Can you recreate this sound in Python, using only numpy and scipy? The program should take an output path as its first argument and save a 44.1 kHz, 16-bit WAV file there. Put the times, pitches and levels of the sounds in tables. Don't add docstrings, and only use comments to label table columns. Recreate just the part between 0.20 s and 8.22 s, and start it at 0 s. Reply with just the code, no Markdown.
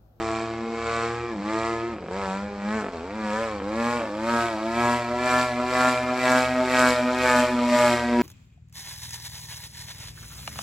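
import sys
import numpy as np
from scipy import signal
from scipy.fft import rfft, irfft, next_fast_len
from scipy.io import wavfile
from scipy.ndimage import uniform_filter1d, map_coordinates

SR = 44100
rng = np.random.default_rng(int(sys.argv[2]) if len(sys.argv) > 2 else 0)


def to_wav(s):
    ch = np.atleast_2d(s).T
    pcm = np.round(np.clip(ch, -1, 1) * 32767)
    wavfile.write(sys.argv[1], SR, pcm.astype(np.int16))


N = 353682
TIME = np.arange(N) / SR


def from_db(db):
    return 10 ** (np.asarray(db) / 20)


def rms_one(x):
    return x / np.sqrt(np.mean(x ** 2) + 1e-20)


def in_time(rows):
    times, *columns = np.transpose(rows)
    return [np.interp(TIME, times, column) for column in columns]


def at_hz(spectrum, hz):
    listed_hz, db = np.transpose(spectrum)
    return np.interp(np.log(hz + 1e-3), np.log(listed_hz), db)


def coloured(x, spectrum, amount=1):
    size = next_fast_len(N + SR // 10)
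    hz = np.arange(size // 2 + 1) * SR / size
    return irfft(rfft(x, size) * from_db(amount * at_hz(spectrum, hz)), size)[..., :N]


def band(x, hz, kind, order=3):
    return signal.sosfiltfilt(signal.butter(order, hz, kind, fs=SR, output="sos"), x)


def drift(rate_hz, step=50):
    pole = np.exp(-2 * np.pi * rate_hz * step / SR)
    noise = rng.standard_normal(N // step + 2002)
    slow = signal.lfilter([1], [1, -2 * pole, pole * pole], noise)[2000:]
    return np.interp(np.arange(N) / step, np.arange(len(slow)), rms_one(slow))


def delayed(x, ms):
    return map_coordinates(x, [np.arange(N) - ms * SR / 1000], order=3, mode="mirror")


def loudness(x, size=1500):
    power = uniform_filter1d(uniform_filter1d(x * x, size), size)
    return np.sqrt(np.abs(power) + 1e-12)


# (time [s], firing rate [Hz])
FIRING_RATE = [(0.0, 112.8), (0.114, 111.8), (0.483, 114.6), (0.821, 115.1), (0.992, 118.1), (1.104, 117.7),
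               (1.186, 97.9), (1.309, 109.3), (1.486, 114.7), (1.606, 114.0), (1.712, 117.6), (1.854, 81.1),
               (1.981, 99.6), (2.091, 94.2), (2.25, 102.0), (2.43, 100.2), (2.563, 111.1), (2.792, 78.2),
               (2.963, 110.3), (3.106, 104.0), (3.233, 114.9), (3.417, 95.9), (3.583, 115.3),
               (3.707, 120.0), (3.781, 120.0), (3.907, 101.3), (4.098, 117.4), (4.273, 116.2),
               (4.365, 106.7), (4.597, 119.0), (4.783, 120.7), (4.85, 118.4), (5.044, 124.3),
               (5.261, 124.5), (5.328, 121.3), (5.521, 125.7), (5.712, 125.7), (5.747, 124.0),
               (6.079, 126.3), (6.556, 126.4), (6.79, 123.3), (7.04, 126.1), (7.045, 125.5), (7.158, 123.2),
               (7.338, 123.2), (7.384, 121.6), (7.614, 121.5), (7.758, 119.8), (8.02, 120.0)]

def engine_speed(inertia_s=.035):
    return uniform_filter1d(in_time(FIRING_RATE)[0], int(inertia_s * SR))


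def firing_strength(turns, spread_db):
    firings = np.arange(1000)
    chance = np.clip(rng.standard_normal(len(firings)), -2, 2)
    strength = from_db(spread_db * np.interp(turns, firings, chance))
    return strength / loudness(strength)


# (time [s], bark [dB], blare [dB], bite [dB], edge [dB], rasp [dB])
ROLLS = [(0.109, -37.5, -39, -47.5, -44, -50.5), (0.772, -39, -37, -42.5, -41.5, -47.5),
         (1.435, -37, -37.5, -49, -41.5, -50.0), (2.089, -40, -40.5, -45.5, -43.5, -53.0),
         (2.571, -40.5, -42.5, -46, -42, -53), (3.171, -43, -37.5, -44.5, -42.0, -50.5),
         (3.694, -36.5, -36.5, -44.5, -41.5, -48), (4.171, -33.0, -36.5, -38.5, -40.5, -45.5),
         (4.676, -30.5, -35, -41, -39, -45.5), (5.156, -31, -34, -37.5, -39, -43.5),
         (5.647, -30, -33, -37.5, -38, -43), (6.14, -30, -36, -35, -34, -42),
         (6.639, -31, -33.5, -32.5, -34.5, -40), (7.144, -31, -34.5, -32, -35.5, -41.5),
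         (7.64, -31.5, -34.5, -34.5, -36, -40), (8.209, -26.5, -42, -33, -34, -44)]

def rolling():
    times = np.transpose(ROLLS)[0]
    times = np.r_[2 * times[0] - times[1], times]
    return np.interp(TIME, times, np.arange(len(times))), in_time(ROLLS)


# (time [s], share [0-1])
SIDE_ON = [(0, 0.3), (3.8, 0.1), (5.3, 0.94), (7.35, 1), (7.65, 0.67), (8.02, 0.74)]

def beamed(pattern, roll):
    angle, *columns = np.transpose(pattern)
    swept_db = np.array([np.interp(roll, angle, column, period=1) for column in columns])
    return in_time(SIDE_ON)[0] * swept_db


def effort(speed, db_per_octave, cruise_hz=120):
    return np.outer(db_per_octave, np.log2(speed / cruise_hz))


# (angle from the listener [turns], bark [dB], blare [dB], bite [dB], edge [dB], rasp [dB])
EXHAUST_BEAM = [(-0.5, -0.5, 6.5, 1.0, 0.5, 1.5), (-0.42, 6.5, -4, -5, -5, 2), (-0.33, 0, -1.5, -1, 0, 2),
                (-0.25, -2, -1, -9, 2.5, 3), (-0.17, 3.5, -1, 2, 3.5, 3.5),
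                (-0.08, 2.5, 2.5, 0.5, 0.0, 3.5), (0.0, 3, 2, 0.5, -2.0, 0.5), (0.08, 1.5, 1.5, 1.5, -4, 4),
                (0.17, 1, -2.0, -7.5, 1, 2.5), (0.25, -4.5, 1, -5, -1.0, 1), (0.33, 1.5, -6.5, 0, -1, 0.5),
                (0.42, 1, -1.5, -4.5, 0.5, 0.5)]

def exhaust_levels(base_db, speed, roll):
    swing_db = np.outer([4, 4.6, 5.5, 3.9, 5.03], np.cos(2 * np.pi * roll))
    effort_db = effort(speed, db_per_octave=[-5, -0.5, -2, 9.5, -1])
    return base_db + swing_db + beamed(EXHAUST_BEAM, roll) + effort_db


TONE_BANDS = [(6, 8), (9, 11), (12, 14), (15, 40)]
# (frequency [Hz], level [dB])
MUFFLER_COLOUR = [(500, 11), (780, 10.5), (1050, 8.5), (1350, 4), (1600, 1), (1850, -2), (2250, -8.5),
                  (2700, -18), (3300, -25.5), (5000, -38), (6500, -42)]

def exhaust_bark(turns, speed, strength, levels_db, roll, flutter_db=2.5):
    shaft, out = np.exp(2j * np.pi * turns), np.zeros(N)
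    flutters = [from_db(flutter_db * drift(9)) for _ in range(7)]
    eddies = [drift(25) + 1j * drift(25) for _ in range(5)]
    blur = .022 * (1 - .5 * np.cos(2 * np.pi * roll))
    for (first, last), db in zip(TONE_BANDS, levels_db):
        tone, pulses = shaft ** first, np.zeros(N)
        smears = [1 + first * blur * eddy for eddy in eddies]
        for k in range(first, last + 1):
            colour = np.repeat(from_db(at_hz(MUFFLER_COLOUR, k * speed[::16])), 16)[:N]
            pulses -= colour * flutters[k % len(flutters)] * (tone * smears[k % len(smears)]).imag
            tone = tone * shaft
        heard = with_ground(muffler(pulses * strength))
        out += from_db(db) * heard / loudness(heard)
    return out


def muffler(pulses, chamber_hz=1900, ring_hz=2290, ring_gain=1.8):
    held_back = signal.lfilter(*signal.iirpeak(chamber_hz, Q=3, fs=SR), pulses)
    drawn_out = pulses - 2 * held_back
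    ring = signal.lfilter(*signal.iirpeak(ring_hz, Q=8, fs=SR), drawn_out)
    return drawn_out + ring_gain * ring


# (time [s], extra travel time [ms], share sent back [0-1])
GROUND_BOUNCE = [(0, 6.06, .4), (.8, 6.0, .56), (1.4, 5.83, .46), (2, 5.34, .65), (2.6, 4.59, .63),
                 (3.1, 4.14, .63), (3.6, 3.6, .5), (4.15, 3.16, .68), (5.15, 2.94, .68), (5.9, 2.93, .63),
                 (6.3, 3.11, .31), (6.7, 3.14, .45), (7.15, 3.25, .65), (7.6, 3.25, .65), (8.02, 3.05, .46)]

def with_ground(x, dull_above_hz=5000):
    delay_ms, share = in_time(GROUND_BOUNCE)
    pole = np.exp(-2 * np.pi * dull_above_hz / SR)
    dull = signal.filtfilt([1 - pole], [1, -pole], x)
    return x + share * delayed(dull, delay_ms)


# (time [s], firing tone [dB], blade tone [dB], third [dB], fourth [dB], fifth [dB])
DRONE_LEVELS = [(0.0, -42, -43, -30, -37, -54), (0.4, -44, -38, -33, -41, -49),
                (0.48, -55, -33.5, -36.5, -33, -50), (0.72, -40.5, -46, -42, -35, -43),
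                (0.88, -40, -38.5, -36.5, -32, -48), (1.04, -41.0, -53, -34, -29, -61),
                (1.2, -55, -28.5, -34.0, -59, -35), (1.36, -44, -39.5, -31.0, -36, -43),
                (1.68, -43, -42, -29.0, -39, -50), (1.76, -52, -37, -36, -57, -45),
                (1.84, -45, -39, -50, -35, -34), (2.24, -57, -31, -46, -50, -40),
                (2.32, -55, -42, -52, -39, -44), (2.48, -56.0, -28, -42.5, -50, -42),
                (2.56, -52.0, -29.5, -45, -35, -40), (2.8, -45, -55, -34.5, -47, -36),
                (2.96, -57, -34.0, -42, -44, -40), (3.12, -54, -31, -38.5, -44, -32.5),
                (3.2, -47.0, -40, -43, -35.5, -32.5), (3.52, -56, -35, -33.5, -49.0, -33.5),
                (3.6, -46, -28, -41, -34, -34), (3.76, -43, -33.5, -46, -33, -33),
                (3.92, -50, -38, -32, -56.5, -33), (4.16, -42.0, -30, -36, -36.5, -30.5),
                (4.24, -41, -41, -30.5, -43, -35), (4.4, -53, -37.5, -33.5, -53, -37),
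                (4.64, -38, -30, -36, -41, -31.5), (4.8, -42, -36, -39.5, -42.0, -32),
                (6.88, -44, -29.5, -42.5, -35, -26.5), (7.12, -46, -35.5, -38, -33.5, -30.5),
                (7.2, -42.5, -27.5, -50, -35.5, -20.5), (7.28, -48, -31, -29, -34.0, -29.5),
                (7.44, -44.0, -24, -49, -31, -28), (7.52, -49.5, -21.5, -46.0, -47, -21.5),
                (7.6, -40, -35.5, -47, -35.5, -24), (7.76, -40, -27, -30, -42, -24.5),
                (7.84, -45, -29.5, -40, -34, -32.5), (8.02, -46, -22, -30.5, -31, -27.5)]
# (angle from the listener [turns], firing tone [dB], blade tone [dB], third [dB], fourth [dB], fifth [dB])
DRONE_BEAM = [(-0.5, -5, 4, 2, -1.5, 1), (-0.44, -1.5, 2, 3, -3, 0.5), (-0.38, -8, 0.5, 6.5, -8.5, -8),
              (-0.31, -5.5, -1.5, 6.5, -3.5, -5.5), (-0.25, -2.0, -1, 1, 2.5, -4),
              (-0.19, 1, 2, 0.5, 3.5, 2.5), (-0.12, -1.5, 0.5, 5, 6.0, -1), (-0.06, 3, 5.5, -2.5, 5, 2),
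              (0.0, 2, 3.5, 6, -0.5, 3.5), (0.06, 1, 6, -3, 4.0, 3.0), (0.12, 1.5, 4, 0, 4.5, 0),
              (0.19, 0.5, -0.5, -0.5, 2, 1.5), (0.25, 2.5, -14, -11.5, -1.5, 0),
              (0.31, 2.5, -4.5, -2, -1, -0.5), (0.38, 1, 2, -2.5, -20.5, -5),
              (0.44, -2.5, 2.5, -2.5, 0, -5)]

def drone(turns, speed, strength, roll, trim_db=0.25):
    levels_db = in_time(DRONE_LEVELS) + beamed(DRONE_BEAM, roll) + effort(speed, db_per_octave=8)
    delay_ms, share = in_time(GROUND_BOUNCE)
    out = np.zeros(N)
    for k, level_db in enumerate(levels_db, 1):
        bounce = share * np.exp(-2j * np.pi * k * speed * delay_ms / 1000)
        shift = np.angle(1 + bounce)
        flutter_db = np.sqrt(k) * drift(12)
        gain = np.sqrt(2) * from_db(level_db + trim_db + flutter_db)
        out -= gain * np.sin(2 * np.pi * k * turns + shift)
    return out * strength


# (frequency [Hz], level [dB])
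HISS_COLOUR = [(200, -2), (450, 5), (1000, 6), (1600, 6.5), (2300, 10), (2800, 4), (4000, 3), (5300, 2),
               (6400, -3.5), (7600, 5.5), (8800, -10.5), (10000, -20), (11400, -20.5), (14500, -37.5)]
# (frequency [Hz], part that differs between the ears against shared part [dB])
HISS_WIDTH = [(700, -14), (2000, -13), (4000, -5), (7000, -3.5), (9000, -8), (12000, -6)]
# (frequency [Hz], left minus right [dB])
HISS_LEAN = [(3000, -1.5), (6000, 3.5), (8000, 3.5), (9200, -11), (11000, 12)]
# (time [s], level [dB])
HISS_TOP = [(0, -16), (1.4, -3.5), (2.5, 0), (3.7, 9), (4.5, 12), (5.5, 11), (6.5, 13), (8.02, 12)]

def rasp(turns, level_db, roll, puff_turns=.08, trim_db=-1):
    facing = np.cos(2 * np.pi * roll)
    swish = .3 * from_db(-1.5 * facing)
    since_puff = (turns + .03) % 1
    puffs = np.exp(-since_puff / puff_turns) * firing_strength(turns, spread_db=1.6)
    shared, side = [with_ground((swish + puffs) * rng.standard_normal(N)) for _ in range(2)]
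    shared = coloured(shared, HISS_COLOUR)
    side = coloured(coloured(side, HISS_COLOUR), HISS_WIDTH)
    ears = np.array([coloured(shared + sign * side, HISS_LEAN, sign / 2) for sign in (1, -1)])
    top = band(ears, 9600, "high", order=6)
    ears = ears - top + top * from_db(in_time(HISS_TOP)[0])
    upper = band(ears, 6300, "high", order=4)
    ears = ears - upper + upper * from_db(3 * (facing - 1.5))
    return ears * from_db(level_db + trim_db) / np.std(band(shared, [3000, 9000], "band"))


# (time [s], delay at the left ear [ms])
LEFT_EAR_DELAY = [(0, .015), (1.7, .04), (4.2, .045), (5.3, .025), (6.2, .01), (8.02, 0)]

def near_reflection(engine, lag_ms=1.1):
    late_ms, = in_time(LEFT_EAR_DELAY)
    echo_db = -20 + 150 * late_ms
    echo = delayed(band(engine, 970, "high"), lag_ms) * from_db(echo_db)
    return np.array([engine + echo, engine - echo]), late_ms


# (frequency [Hz], level against the direct sound [dB])
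SCATTER_COLOUR = [(250, -18), (600, -11), (1200, -9), (2200, -4.5), (4000, -5), (10000, -3)]

def scatter(x, fade_s=.12):
    tails = rng.standard_normal((2, SR)) * from_db(-60 * TIME[:SR] / fade_s)
    tails /= np.linalg.norm(tails[0])
    shared, side = signal.fftconvolve(coloured(x, SCATTER_COLOUR)[None], tails, axes=1)[:, :N]
    side = 0.09 * band(side, 500, "high", order=1)
    return np.array([shared + side, shared - side])


# (frequency [Hz], relative level [dB])
AIR_COLOUR = [(20, -30), (40, -3.5), (65, -24), (110, -7), (170, -15), (400, -9), (900, -9), (1500, -20),
              (2200, -22), (5000, -45), (8500, -74), (12000, -72)]

def outdoor_air(level_db=-47):
    shared, side = rms_one(coloured(rng.standard_normal((2, N)), AIR_COLOUR))
    return from_db(level_db) * np.array([shared + side / 10, shared - side / 10])


def low_hum(pitch_hz=77.6, waver_hz=6.4, level_db=-48.5):
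    wavering = drift(waver_hz) + 1j * drift(waver_hz)
    tone = (1 + 0.66 * wavering) * np.exp(2j * np.pi * pitch_hz * TIME)
    return from_db(level_db) * rms_one(tone.real)


# (start [s], end [s], level the bark loses [dB])
MISFIRES = [(1.145, 1.24, 4), (1.755, 1.9, 8.5), (2.627, 2.725, 7.5), (3.314, 3.08, 5.5),
            (3.399, 3.425, 4.5), (3.798, 4.06, 2)]

def misfire_loss(fade_s=.012):
    dips = [db * np.clip(1 + np.minimum(TIME - start, end - TIME) / fade_s, 0, 1)
            for start, end, db in MISFIRES]
    return np.max(dips, axis=0)


# (time [s], peak at the muffler [dB])
POPS = [(1.736, -29), (1.764, -25), (1.784, -23.5), (1.825, -26.5), (1.861, -26), (1.885, -22),
        (2.625, -19), (2.644, -17), (2.665, -18), (2.685, -18.5), (2.73, -27.5), (2.78, -33), (3.401, -19),
        (3.42, -23), (3.8, -21), (3.809, -18), (3.818, -17), (3.835, -22), (3.854, -18.5), (3.873, -24),
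        (3.892, -23)]

def pops(low_hz=190, body_hz=590, top_hz=2700):
    filters = np.vstack([signal.butter(1, [low_hz, body_hz], "band", fs=SR, output="sos"),
                         signal.butter(2, [low_hz, top_hz], "band", fs=SR, output="sos"),
                         signal.butter(2, top_hz, fs=SR, output="sos")])
    pop = signal.sosfilt(filters, signal.unit_impulse(SR // 20))
    burns = np.zeros(N)
    for start, db in POPS:
        burns[int(start * SR)] = from_db(db)
    return with_ground(signal.fftconvolve(burns, pop / pop.max())[:N])


def scene():
    speed, loss_db = engine_speed(), misfire_loss()
    roll, base_db = rolling()
    *bands_db, rasp_db = exhaust_levels(base_db, speed, roll)
    turns = np.cumsum(speed) / SR + 0.0046 * loss_db * drift(56)
    strength = firing_strength(turns, spread_db=0.8 + 0.42 * loss_db)
    barking = from_db(-loss_db) * exhaust_bark(turns, speed, strength, bands_db, roll)
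    droning = from_db(-0.54 * loss_db) * drone(turns, speed, np.sqrt(strength), roll)
    engine, late_ms = near_reflection(barking + droning + pops())
    left, right = engine + rasp(turns, rasp_db - 0.72 * loss_db, roll)
    plane = np.array([from_db(.3) * delayed(left, late_ms), right])
    return plane + scatter(right) + outdoor_air() + low_hum()


def record(dry):
    cutoff_hz = 14800
    return signal.sosfilt(signal.ellip(10, .1, 80, cutoff_hz, fs=SR, output="sos"), dry)


dry = scene()
out = record(dry)
to_wav(out)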